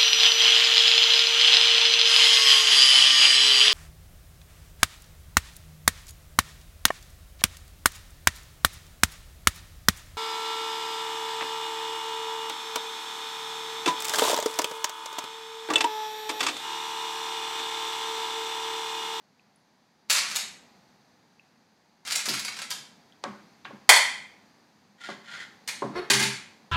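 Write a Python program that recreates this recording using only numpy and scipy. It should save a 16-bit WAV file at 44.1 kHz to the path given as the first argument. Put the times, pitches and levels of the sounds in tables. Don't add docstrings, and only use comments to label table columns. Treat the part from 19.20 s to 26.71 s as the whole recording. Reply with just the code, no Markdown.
import sys
import numpy as np
from scipy import signal
from scipy.fft import rfft, irfft
from scipy.io import wavfile
from scipy.ndimage import uniform_filter1d, minimum_filter1d

SR = 44100
rng = np.random.default_rng(int(sys.argv[2]) if len(sys.argv) > 2 else 0)


def store_wav(level_fs):
    pcm = np.round(np.clip(np.atleast_2d(level_fs), -1, 1) * 32767)
    wavfile.write(sys.argv[1], SR, pcm.T.astype(np.int16))


N = 331367
TIME = np.arange(N) / SR
HZ = np.maximum(np.arange(8193) * SR / 16384, 1)


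def foil(buckle_db=10.5, crinkle_db=-7.0, flap_db=-21, facet_db=2.25, room_db=1.5):
    # t/s, relative level/dB, tilt above 900 Hz/(dB per octave)
    buckles = [(0.898, -0.5, 4), (0.927, -6, 7), (0.95, -5, 1), (0.980, -5, -0.5), (1.048, -18, -6.5),
               (1.113, -16, -0.5), (1.155, -5, 4), (2.851, -21.5, 0), (2.873, -17, 0), (2.907, -14, 1.5),
               (2.920, -8, 4), (2.954, -5.5, 4), (3.056, -10.5, 2.5), (3.086, -6.5, 1.5), (3.137, -11, 0.5),
               (3.194, -15, 6), (3.248, -12.5, 2), (3.279, -13.5, -2.5), (3.366, -21, 0),
               (3.388, -18, -0.5), (3.417, -15, -0.5), (3.503, -14, 5), (3.512, -11.5, -0.5),
               (6.476, -13, 3), (6.486, -12.5, 0)]
    # f/Hz, level/dB
    foil_colour = [(150, -42), (300, -27.5), (500, -15.5), (750, -18.5), (900, -4.5), (1200, -2.5),
                   (1700, 0.5), (2400, 1), (3200, -1.5), (4300, 2), (5500, -1.5), (7000, -4),
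                   (10200, -10.5), (13000, -19), (16000, -24)]
    # t/s, duration/s, relative level/dB
    grips = [(0.893, 0.08, -21.5), (1.001, 0.21, -32), (2.861, 0.14, -27.5), (3.061, 0.126, -28.5),
             (3.247, 0.14, -42)]
    out, sheet = np.zeros(N), at_hz(foil_colour, HZ)
    facet_hz = np.geomspace(600, 16000, 36)
    for s, db, tilt_db in buckles:
        facets = np.interp(HZ, facet_hz, rng.normal(0, facet_db, len(facet_hz)))
        tilt = tilt_db * np.log2(np.maximum(HZ, 900) / 4000)
        flap_spectrum = np.maximum(2 * band(719, width_hz=890), -70)
        buckle = from_db(flap_db) * contact(flap_spectrum, decay_s=0.016)
        snaps = cascade(decay_s=0.0075 * from_db(0.51 * db))
        add(buckle, 0, signal.fftconvolve(snaps, response(sheet + facets + tilt)))
        add(out, s, from_db(db + buckle_db) * kitchen(buckle, room_db))
    hand = sum(from_db(db) * gesture(s, length_s, attack_s=0.006, release_t60=0.054)
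               for s, length_s, db in grips)
    crinkle = rms_one(filtered(grains(per_s=900, spread_db=5.5, size=N), sheet))
    return out + from_db(crinkle_db) * kitchen(hand * crinkle, room_db)


def cascade(decay_s, crack_db=-14.5):
    age = TIME[:SR // 8] / max(decay_s, 1e-3)
    snaps = energy_one(grains(per_s=2400, spread_db=4.0, size=len(age)) * np.sqrt(age) * np.exp(-age))
    snaps[0] = from_db(crack_db)
    return energy_one(snaps)


def chop():
    # t/s, level/dB, contact decay time/s
    hits = [(4.6917, 18.5, 0.0032), (4.6935, 23, 0.0057), (4.699, 11, 0.003), (4.731, 7, .001),
            (4.762, 10.5, 0.0072)]
    # f/Hz, bandwidth/Hz, level/dB
    modes = [(836, 45, 8.5), (988, 76, 12), (1560, 54, 3.5), (2005, 170, 9), (2190, 83, 9.5),
             (2410, 130, 10), (3217, 78, 12), (3176, 80, 16.5), (3480, 110, 11.5), (4370, 65, 13),
             (4640, 48, 9.5), (7050, 40, 8.5), (7365, 30, 2), (7770, 22, 8), (8890, 190, 3)]
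    # f/Hz, level/dB
    colour = [(30, -31), (200, -31.5), (340, -16), (600, -2), (1200, -7.5), (2100, 0), (2750, -13),
              (4000, -6), (6000, -5.5), (9500, -8), (12000, -15), (16000, -22)]
    return steel(hits, modes, colour, room_db=1.0)


def clatter():
    # t/s, level/dB, contact decay time/s
    hits = [(6.9008, 10, 0.0049), (6.904, 12, 0.0054), (6.910, 3, 0.014), (6.933, 8, 0.018),
            (6.995, 6.5, 0.02), (7.026, 6.5, 0.014)]
    # f/Hz, bandwidth/Hz, level/dB
    modes = [(878, 43, 10.5), (1640, 107, 8.5), (2090, 240, 7), (2440, 84, 8.5), (3050, 47, 1),
             (4550, 25, 11), (5300, 61, 2), (6250, 55, 7), (7080, 70, 7.5), (9070, 55, 3)]
    # f/Hz, level/dB
    colour = [(200, -31), (700, -10.5), (1100, -3.5), (2000, -3), (4000, 1.5), (7000, -4), (10000, -6.5),
              (13000, -16.5), (16000, -19)]
    return steel(hits, modes, colour, room_db=5.5)


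def steel(hits, modes, colour, room_db):
    out, body = np.zeros(N), resonances(modes) + at_hz(colour, HZ)
    for s, db, decay_s in hits:
        add(out, s, from_db(db) * kitchen(contact(body, decay_s), room_db))
    return out


def rocking(start_s=6.905, stop_s=7.12, stop_t60=0.29, waver_db=1.5):
    # f/Hz, level/dB, rise time/s, T60/s
    modes = [(129.8, -22.5, 0.17, 0.88), (208, -24, 0.095, 0.77), (400, -26, 0.023, 0.67)]
    age = np.maximum(TIME - start_s, 0)
    damping = from_db(-60 * np.maximum(TIME - stop_s, 0) / stop_t60)
    out = np.zeros(N)
    for hz, db, rise_s, t60 in modes:
        swell = 1 - np.exp(-age / rise_s)
        decay = from_db(db + waver_db * wander(samples=900) - 60 * age / t60)
        out += swell * decay * np.sin(2 * np.pi * hz * age)
    return out * damping


def board(level_db=8.0, room_db=-1.5, knock_octaves=1.9, settle_s=0.014):
    # t/s, relative knock level/dB, upper f/Hz, relative thud level/dB
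    knocks = [(3.078, -18.5, 810, -13), (4.038, -10.5, 1713, -16), (4.452, -18, 2805, -26.5),
              (4.508, -22.5, 1084, -22.5), (5.889, -15, 1094, -23.5), (6.621, -5.5, 1030, -8.5),
              (6.903, -8.5, 420, -20), (7.010, -10.5, 600, -14.5)]
    out = np.zeros(N)
    for s, knock_db, high_hz, thud_db in knocks:
        knock = board_touch(high_hz / 2 ** knock_octaves, high_hz, decay_s=0.005)
        add(out, s, from_db(knock_db) * kitchen(knock, room_db))
        thud = board_touch(low_hz=125, high_hz=330, decay_s=0.066)
        add(out, s + settle_s, from_db(thud_db) * kitchen(thud, room_db))
    return from_db(level_db) * out


def board_touch(low_hz, high_hz, decay_s):
    # f/Hz, bandwidth/Hz, level/dB
    modes = [(130, 9.8, 10), (209, 26, 12.5), (306, 10, 8.5), (387, 25, 9), (568, 22, 7.5), (744, 30, 5),
             (900, 44, 0.5), (1100, 100, 7), (1443, 46, 2.5), (1630, 35, 10)]
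    reach = -10 * np.log10((1 + (low_hz / HZ) ** 6) * (1 + (HZ / high_hz) ** 7) * (1 + (100 / HZ) ** 4))
    return contact(resonances(modes) + np.maximum(reach, -70), decay_s)


def sawing(level_db=-0.5, grip_db=2.5, shift_db=5.5):
    # f/Hz, level/dB
    rind = [(290, -31), (500, -16), (1000, -9), (1250, -8), (1420, 7), (1600, -1.5), (2000, 3.5),
            (3000, -7), (4200, -8), (6500, -16.5), (10000, -29.5), (15000, -49)]
    # t/s, duration/s, relative level/dB, tilt/(dB per octave)
    strokes = [(5.776, 0.13, -40, 2), (6.031, 0.2, -41.5, 1)]
    tearing, fibre_hz = np.zeros(N), np.geomspace(1000, 14000, 40)
    for _ in range(5):
        colour = at_hz(rind, HZ) + np.interp(HZ, fibre_hz, rng.normal(0, shift_db, len(fibre_hz)))
        grip = from_db(grip_db * wander(samples=800))
        tearing += filtered(grip * grains(per_s=330, spread_db=1.5, size=N), colour)
    out = np.zeros(N)
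    for s, length_s, db, tilt_db in strokes:
        tilted = filtered(tearing, tilt_db * np.log2(np.clip(HZ, 1000, 7000)))
        stroke = gesture(s, length_s, attack_s=0.065, release_t60=0.21)
        out += stroke * from_db(db + level_db) * rms_one(tilted)
    return out


def squeak(jitter=0.016, scrape=0.063):
    # t/s, slip rate/Hz, level/dB
    slide = [(6.72, 385, -56), (6.749, 304, -41), (6.759, 347, -29.5), (6.794, 365, -28.5),
             (6.81, 420, -43.5), (6.843, 430, -47), (6.89, 480, -58)]
    # f/Hz, level/dB
    colour = [(200, -17), (355, -2.5), (700, -14.5), (1100, -11.5), (1800, -16.5), (2800, -24.5),
              (5000, -34.5), (8000, -50), (11000, -46), (15000, -72)]
    # f/Hz, bandwidth/Hz, level/dB
    modes = [(3776, 30, 15), (4384, 42, 17), (5530, 25, 16.5), (5300, 30, 10), (7770, 35, 16),
             (9930, 50, 14)]
    s, slip_hz, db = np.transpose(slide)
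    rate = np.interp(TIME, s, slip_hz) * (1 + jitter * wander(samples=200))
    pulses = np.diff(np.floor(np.cumsum(rate) / SR), prepend=0) - rate / SR
    friction = pulses + scrape * rng.standard_normal(N)
    envelope = from_db(np.interp(TIME, s, db, left=-150, right=-150))
    return envelope * rms_one(filtered(friction, at_hz(colour, HZ) + resonances(modes)))


def ticks(room_db=-10.0, top_hz=10000):
    # t/s, level/dB, f/Hz, bandwidth/Hz
    clicks = [(0.195, -26, 2560, 400), (0.359, -30, 10150, 1000), (2.195, -20.5, 2600, 300),
              (3.923, -27, 3250, 500), (4.0395, -10, 3720, 4250), (4.448, -22.5, 3770, 694)]
    out = np.zeros(N)
    for s, db, hz, width_hz in clicks:
        peak = band(hz, width_hz) - 20 * np.log10(1 + (HZ / top_hz) ** 8)
        click = contact(np.maximum(peak, -80), decay_s=0.0015)
        add(out, s, from_db(db) * kitchen(click, room_db))
    return out


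def ventilation(rush_db=-57, hiss_db=-61):
    # f/Hz, level/dB
    rush = [(25, -60.5), (50, -26), (87, -10.5), (150, -3), (215, 2.5), (330, -7.5), (620, -10),
            (820, -5.5), (1400, -16), (2200, -19.5), (3200, -29), (8000, -49), (16000, -69.5)]
    # f/Hz, level/dB
    hiss = [(300, -4.5), (1000, -5), (1800, 1), (3000, -7), (4000, -2.5), (4800, 0), (5300, -7.5),
            (6200, -5), (8000, -16.5), (14500, -21.5), (16000, -30.5)]
    out = np.zeros(N)
    for colour, db in (rush, rush_db), (hiss, hiss_db):
        noise = rng.standard_normal(N + 2 * len(HZ))
        steady = signal.fftconvolve(noise, response(at_hz(colour, HZ)), "valid")[:N]
        out += from_db(db) * rms_one(steady)
    return out


def kitchen(sound, room_db, early_s=0.007, gap_s=0.0015):
    # f/Hz, T60/s
    room_t60 = [(100, 0.24), (400, 0.38), (800, 0.49), (2300, 0.61), (4500, 0.49), (7500, 0.47),
                (11000, 0.4), (16000, 0.11)]
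    hz, s = np.linspace(0, SR / 2, 129)[:, None], np.arange(240) * 128 / SR
    fading = from_db(-60 * s / at_hz(room_t60, hz))
    diffuse = rng.standard_normal(fading.shape) + 1j * rng.standard_normal(fading.shape)
    tail = signal.istft(fading * diffuse)[1]
    t = TIME[:len(tail)]
    echo = from_db(room_db) * energy_one(tail * (t > gap_s) * (1 + np.exp(-t / early_s)))
    echo[0] = 1
    return signal.fftconvolve(sound, energy_one(echo))[:N]


def contact(body_db, decay_s):
    t = TIME[:SR // 6]
    force = energy_one(rng.standard_normal(len(t)) * np.exp(-t / decay_s))
    power = np.abs(rfft(force, 2 * (len(HZ) - 1))) ** 2
    return energy_one(signal.fftconvolve(force, response(body_db - 10 * np.log10(power + 0.3))))


def grains(per_s, spread_db, size):
    sizes = from_db(spread_db * np.minimum(rng.exponential(1, size), 4))
    return sizes * rng.choice([-1, 1], size) * (rng.random(size) < per_s / SR)


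def gesture(s, length_s, attack_s, release_t60):
    rise = np.clip((TIME - s) / attack_s, 0, 1)
    return rise * from_db(-60 * np.clip((TIME - s - length_s) / release_t60, 0, 3))


def wander(samples):
    return rms_one(uniform_filter1d(rng.standard_normal(N), size=samples))


def resonances(modes):
    peaks = sum(from_db(db) ** 2 / (1 + (2 * (HZ - hz) / width) ** 2) for hz, width, db in modes)
    return 10 * np.log10(1 + peaks)


def band(hz, width_hz):
    return -20 * np.log10(1 + ((HZ / hz - hz / HZ) * hz / width_hz) ** 2)


def response(db):
    cepstrum = irfft(np.log(from_db(db)))
    half = len(cepstrum) // 2
    cepstrum[1:half] *= 2
    cepstrum[half + 1:] = 0
    return energy_one(irfft(np.exp(rfft(cepstrum))))


def filtered(force, db):
    return signal.fftconvolve(force, response(db))[:N]


def at_hz(points, hz):
    f, value = np.transpose(points)
    return np.interp(np.log(np.maximum(hz, 1)), np.log(f), value)


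def add(track, s, sound):
    start = int(s * SR)
    track[start:start + len(sound)] += sound[:N - start]


def from_db(db):
    return 10 ** (np.asarray(db) / 20)


def rms_one(x):
    return x / np.sqrt(np.mean(x ** 2) + 1e-20)


def energy_one(x):
    return x / np.sqrt(np.sum(x ** 2) + 1e-20)


def scene():
    cutting = kitchen(sawing(), room_db=-5.0) + kitchen(squeak(), room_db=-2.5)
    knife = chop() + clatter()
    return (foil() + knife + rocking() + cutting + board() + ticks() + ventilation())[None]


def suppressor(sound, threshold_db=-48, knee_db=8, depth_db=9.5, close_s=0.55):
    level_db = 10 * np.log10(np.maximum(uniform_filter1d(sound ** 2, size=900), 1e-12))
    opened = np.clip((level_db - threshold_db) / knee_db, 1e-6, 1)
    held = np.exp(np.maximum.accumulate(np.log(opened) + TIME / close_s, axis=-1) - TIME / close_s)
    return sound * from_db(depth_db * (held - 1))


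def record(dry, ceiling=1.3, bass_cut_hz=60, treble_cut_hz=15850):
    allowed = ceiling / np.maximum(np.abs(dry), ceiling)
    gain = uniform_filter1d(minimum_filter1d(allowed, size=40), size=40)
    highpass = signal.butter(2, bass_cut_hz, "high", fs=SR, output="sos")
    lowpass = signal.ellip(10, 0.2, 70, treble_cut_hz, fs=SR, output="sos")
    return signal.sosfilt(lowpass, signal.sosfilt(highpass, suppressor(dry * gain)))


dry = scene()
out = record(dry)
store_wav(out)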